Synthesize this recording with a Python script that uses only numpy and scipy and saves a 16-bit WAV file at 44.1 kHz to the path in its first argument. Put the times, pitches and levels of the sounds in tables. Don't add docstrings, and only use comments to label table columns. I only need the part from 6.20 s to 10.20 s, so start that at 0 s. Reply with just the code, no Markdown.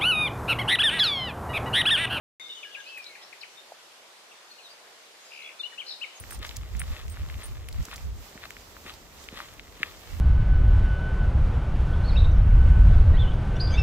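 import sys
import numpy as np
from scipy import signal
from scipy.io import wavfile
from scipy.ndimage import uniform_filter1d

SR = 44100
rng = np.random.default_rng(int(sys.argv[2]) if len(sys.argv) > 2 else 0)


def master(y):
    cut = np.clip(np.atleast_2d(y).T, -1, 1)
    pcm = np.round(cut * 32767)
    wavfile.write(sys.argv[1], SR, pcm.astype(np.int16))


N = 176400

GROUND_PAN_DB, GROUND_LAG_S = 3.5, .00009
CLIP_PAN_DB, CLIP_LAG_S = -1.5, 1 / SR
HISS_TOP_HZ = 15950
GRIT_BITE_DB = -19


def amp(db):
    return 10 ** (np.asarray(db) / 20)


def unit(x):
    return x / np.sqrt(np.mean(x ** 2) + 1e-20)


def in_time(rows):
    times, levels = np.transpose(rows)
    return np.interp(np.arange(N) / SR, times, levels)


def at_hz(points, hz):
    pitches, values = np.transpose(points)
    return np.interp(np.log(hz), np.log(pitches), values)


def bandpass(x, low_hz, high_hz, order=2):
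    sos = signal.butter(order, [low_hz, high_hz], "band", fs=SR, output="sos")
    return signal.sosfilt(sos, x)


def lowpass(x, cutoff_hz, order):
    return signal.sosfilt(signal.butter(order, cutoff_hz, fs=SR, output="sos"), x)


def drift(rate_hz):
    r = np.exp(-2 * np.pi * rate_hz * 40 / SR)
    noise = rng.standard_normal(N // 40 + 2002)
    slow = signal.lfilter([1], [1, -2 * r, r * r], noise)[2000:]
    return np.interp(np.arange(N) / 40, np.arange(len(slow)), unit(slow))


def resonance(x, hz, width_hz):
    r = np.exp(-np.pi * width_hz / SR)
    feedback = [1, -2 * r * np.cos(2 * np.pi * hz / SR), r * r]
    return signal.lfilter([(1 - r * r) / 2, 0, (r * r - 1) / 2], feedback, x + 1e-18)


def pulse(hz, width_hz):
    knock = -np.eye(1, 2048)[0]
    for width in (2 * width_hz, width_hz, width_hz):
        knock = resonance(knock, hz, width)
    return knock / np.abs(knock).max()


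def add(out, s, sound):
    i = int(s * SR)
    out[..., i:i + sound.shape[-1]] += sound[..., :N - i]


def place(x, pan_db, lag_s):
    late = np.interp(np.arange(len(x)) - lag_s * SR, np.arange(len(x)), x)
    return np.array([late * amp(pan_db / 2), x * amp(-pan_db / 2)])


def scatter(x):
    level_db, fade_s = -31, .004
    t = np.arange(1000) / SR
    tails = amp(level_db) * np.exp(-t / fade_s) * rng.standard_normal((2, 1000))
    return signal.fftconvolve(x[None], tails, axes=1)[:, :N]


def banded_noise(spectrum, patchy_db):
    # (pitch [Hz], likeness [ratio])
    likeness = [(100, 0.96), (400, 0.78), (800, 0.39), (1600, 0.049), (15000, 0.01)]
    out, edges = 0, 22 * 2 ** np.arange(0, 9.9, .5)
    white = rng.standard_normal((2, 2, N))
    for k, (low, high) in enumerate(zip(edges, edges[1:])):
        mid, side = bandpass(white[k % 2], low, high)
        hz = np.sqrt(low * high)
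        alike = np.clip(at_hz(likeness, hz), -1, 1)
        gain = amp(at_hz(spectrum, hz) + patchy_db * drift(11.8))
        shared = np.sqrt(1 + alike) * mid
        opposed = np.sqrt(1 - alike) * side * [[1], [-1]]
        out = out + gain * (shared + opposed)
    top_cut = signal.cheby2(12, 50, HISS_TOP_HZ + 200, fs=SR, output="sos")
    return unit(signal.sosfilt(top_cut, out))


def grains(rate, spread_db, bite_db):
    # (pitch [Hz], width [Hz], level [dB])
    grit = [(611, 180, -3.5), (1154, 153, 2.5), (1986, 505, 0), (2550, 590, 1), (3300, 1760, -2.5)]
    dull_above_hz, edge_low_hz, colour_db = 4860, 3680, 5
    sizes = amp(spread_db * np.minimum(rng.exponential(1, N), 4))
    clicks = (rng.random(N) < rate / SR) * sizes * rng.choice([-1, 1], N)
    dull = lowpass(clicks, dull_above_hz, 4)
    rings = np.zeros(N)
    for k, (hz, width_hz, db) in enumerate(grit):
        uneven = dull * amp(colour_db * rng.standard_normal(N))
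        rings += amp(db) * resonance(uneven, hz, width_hz) * (-1) ** k
    edge = bandpass(clicks * rng.standard_normal(N), edge_low_hz, HISS_TOP_HZ)
    return unit(unit(rings) + amp(bite_db) * unit(edge))


def wind():
    # (time [s], level [dB])
    strength = [(0, -41.5), (.13, -50), (.19, -33), (.25, -49), (.41, -33), (.49, -40), (.56, -29.5),
                (.66, -36), (.715, -24.5), (.77, -52), (.86, -32), (.97, -42), (1.02, -28.5), (1.1, -37),
                (1.17, -33.5), (1.24, -48), (1.31, -31), (1.36, -39), (1.5, -41.5), (1.55, -30.5),
                (1.61, -23.5), (1.66, -56), (1.79, -43.5), (1.87, -29.5), (2.01, -40.5), (2.08, -66),
                (3.85, -55.5), (3.94, -31), (4, -34.5)]
    low_hz, high_hz, edge_hz = 43.7, 81.7, 229
    lump_db, lump_rate_hz, pan_db = 2.5, 18.5, -1.2
    gust_db, edge_db, reach = -36, -20.5, 1.6
    level_db = in_time(strength)
    out = []
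    for side in (1, -1):
        white = rng.standard_normal((2, N))
        body = unit(bandpass(white[0], low_hz, high_hz))
        edge = unit(bandpass(np.cumsum(white[1]), high_hz, edge_hz))
        even = body / np.sqrt(uniform_filter1d(body ** 2, size=1300) + 0.014)
        port_db = level_db + side * pan_db / 2 + lump_db * drift(lump_rate_hz)
        rumble = amp(port_db) * lowpass(even, edge_hz * .5, 2)
        gust_edge = amp(gust_db + edge_db + reach * (port_db - gust_db)) * edge
        out.append(rumble + gust_edge)
    return np.array(out)


def rustle():
    # (time [s], level [dB])
    strength = [(0, -65), (.15, -56.5), (.2, -73), (.26, -59), (.45, -68), (.7, -61.5), (.86, -65.5),
                (1.27, -63), (1.45, -70), (1.62, -61.5), (1.82, -61.5), (1.92, -69), (2.05, -60.5),
                (2.15, -63.5), (2.75, -62.5), (2.87, -67), (3.03, -60), (3.1, -65.5), (3.2, -61.5),
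                (3.42, -67), (3.7, -63.5), (4, -60.5)]
    # (pitch [Hz], level [dB per Hz, up to a common shift])
    colour = [(300, -13), (700, 10), (1500, 5.5), (7000, 3.5), (9000, -10.5), (12000, -4), (15500, 5)]
    lift_db, pan_db, patchy_db = 11, -3.5, 1.0
    level = amp(in_time(strength) + lift_db)
    sides = amp([[pan_db / 2], [-pan_db / 2]])
    return level * sides * banded_noise(colour, patchy_db)


def far_hum():
    # (pitch [Hz], level [dB per Hz, up to a common shift])
    colour = [(30, -5.5), (60, 2), (120, -9.5), (250, -9.5), (500, -9.5), (900, -19.5), (1500, -19.5),
              (3000, -40.5), (6500, -27), (10000, -42.5)]
    level_db, patchy_db = -53, .7
    return amp(level_db) * banded_noise(colour, patchy_db)


def paws():
    # (time [s], level [dB])
    strength = [(0, -58), (1.2, -55.5), (1.9, -61.5), (4, -56)]
    swing_db, swing_rate_hz = 2.5, 1.5
    level_db = in_time(strength) + swing_db * drift(swing_rate_hz)
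    patter = amp(level_db) * grains(rate=450, spread_db=2.5, bite_db=GRIT_BITE_DB)
    return place(patter, GROUND_PAN_DB, GROUND_LAG_S)


def leash_clip():
    modes = [(8540, .07), (9480, .08), (9650, .07), (10270, .1), (12880, .07), (13290, .09), (15580, .07)]
    # (time [s], then one level [dB] for each mode)
    touches = [(0.0, -51, -49, -40, -67, -50, -68, -43), (0.109, -42, -44, -70, -70, -39, -70, -55),
               (0.128, -43, -44, -68, -56, -60, -70, -47), (.144, -45, -44, -68, -70, -58, -70, -60),
               (0.5936, -31.5, -66, -46, -34, -56, -62, -35), (0.898, -45, -68, -47, -60, -70, -52, -44),
               (0.918, -46.5, -60, -51, -66, -70, -53, -56), (1.235, -37.5, -70, -42, -48, -70, -60, -56),
               (1.256, -52, -70, -42, -45.5, -70, -52, -46)]
    rattle_db, rattle_rate_hz = 4, 130
    rings, t = np.zeros((len(modes), N)), np.arange(SR // 4) / SR
    for s, *levels in touches:
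        for ring, db, (hz, fade_s) in zip(rings, levels, modes):
            add(ring, s, amp(db - 60 * t / fade_s) * np.sin(2 * np.pi * hz * t))
    jingle = sum(ring * amp(rattle_db * drift(rattle_rate_hz)) for ring in rings)
    return place(jingle, CLIP_PAN_DB, CLIP_LAG_S)


def ticks():
    # (time [s], peak [dB], pitch [Hz])
    knocks = [(0.0387, -32, 1620), (0.1097, -33, 1490), (0.1233, -31.5, 1270), (0.2928, -22.5, 3280),
              (0.3115, -29, 2420), (0.5503, -32.5, 1780), (0.604, -29, 1750), (0.6171, -21, 1660),
              (0.881, -35.5, 2200), (0.971, -32, 1290), (1.0613, -37.5, 1000), (1.0996, -30, 1800),
              (1.1428, -31, 2240), (1.2217, -32, 1800), (1.487, -28.5, 2100), (1.685, -34.5, 1170),
              (1.73, -28.5, 1130), (1.78, -33, 1900), (2.1773, -33, 1580), (2.2386, -28.5, 1390),
              (2.3065, -27, 1760), (2.3675, -30.5, 1710), (2.567, -33.5, 1190), (2.6636, -32, 1770),
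              (3.0877, -24, 2250), (3.2029, -23.5, 1160), (3.396, -26, 2100)]
    # (time [s], peak [dB], pitch [Hz], width [Hz])
    crack = [(3.6316, -8.5, 1910, 1300), (3.633, -30, 1440, 600), (3.6344, -26, 2600, 600)]
    out = np.zeros(N)
    for s, db, hz in knocks:
        add(out, s, amp(db) * pulse(hz, hz / 1.12))
    for s, db, hz, width_hz in crack:
        add(out, s, amp(db) * pulse(hz, width_hz))
    return place(out, GROUND_PAN_DB, GROUND_LAG_S) + scatter(out)


def snaps():
    # (time [s], peak of the knock [dB], pitch [Hz])
    bright = [(0.107, -27.5, 12000), (0.1907, -37, 6500), (0.267, -31, 7000), (0.3622, -29.5, 5300),
              (0.3674, -21, 5840), (0.5675, -33, 6030), (0.595, -25.5, 7500), (0.8814, -38, 6040),
              (0.897, -38, 7000), (1.487, -27.5, 10300), (1.527, -31.5, 4050), (1.628, -34, 5900),
              (1.653, -26, 5630), (1.74, -32, 9500), (1.7598, -27.5, 5060), (1.7654, -33, 6300),
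              (2.3055, -31, 6800), (2.739, -34.5, 4170), (3.04, -36.5, 3460), (3.338, -37, 11000),
              (3.6316, -32, 7000)]
    spray_peak_s, spray_gain = 0.0015, amp(-6) / 2
    knocks, spray, t = np.zeros(N), np.zeros((2, N)), np.arange(600) / SR
    noise = bandpass(rng.standard_normal((len(bright), 2, 600)), 2000, 15000, order=1)
    puff = t / spray_peak_s * np.exp(1 - t / spray_peak_s)
    for (s, db, hz), hiss in zip(bright, noise):
        add(knocks, s, amp(db) * pulse(hz, hz / 1.6))
        add(spray, s, amp(db) * spray_gain * puff * hiss)
    return place(knocks, CLIP_PAN_DB, CLIP_LAG_S) + spray


def steps():
    # (heel time [s], heel peak [dB], scuff delay [s], scuff rise width [s], scuff level [dB])
    walk = [(0.202, -41.5, 0.044, 0.02, -38.5), (0.697, -51, 0.073, 0.055, -44.5),
            (1.186, -42, 0.045, 0.021, -46.5), (1.68, -44, 0.052, .022, -43.5),
            (2.155, -38, 0.09, 0.015, -40), (2.653, -40.5, 0.043, 0.027, -42.5),
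            (3.126, -35.5, 0.067, 0.04, -42), (3.604, -36.5, 0.053, 0.049, -47.5)]
    heel_hz, heel_width_hz = 167, 207
    sole_hz, sole_delay_s, sole_db = 322, 0.01176, -3
    fall = 0.71
    t, thuds, swell = np.arange(N) / SR, np.zeros(N), np.zeros(N)
    for s, heel_db, delay, width, scuff_db in walk:
        add(thuds, s, amp(heel_db) * pulse(heel_hz, heel_width_hz))
        add(thuds, s + sole_delay_s, amp(heel_db + sole_db) * pulse(sole_hz, sole_hz))
        u = (t - s - delay) / width
        swell += amp(scuff_db) * np.exp(-.5 * np.where(u > 0, u / fall, u) ** 2)
    crunch = swell * grains(rate=1000, spread_db=3.0, bite_db=GRIT_BITE_DB)
    return thuds + place(crunch, GROUND_PAN_DB, GROUND_LAG_S) + scatter(crunch)


def scene():
    background = wind() + rustle() + far_hum()
    return background + paws() + leash_clip() + ticks() + snaps() + steps()


def record(dry):
    return signal.sosfilt(signal.cheby2(14, 70, 17050, fs=SR, output="sos"), dry)


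dry = scene()
out = record(dry)
master(out)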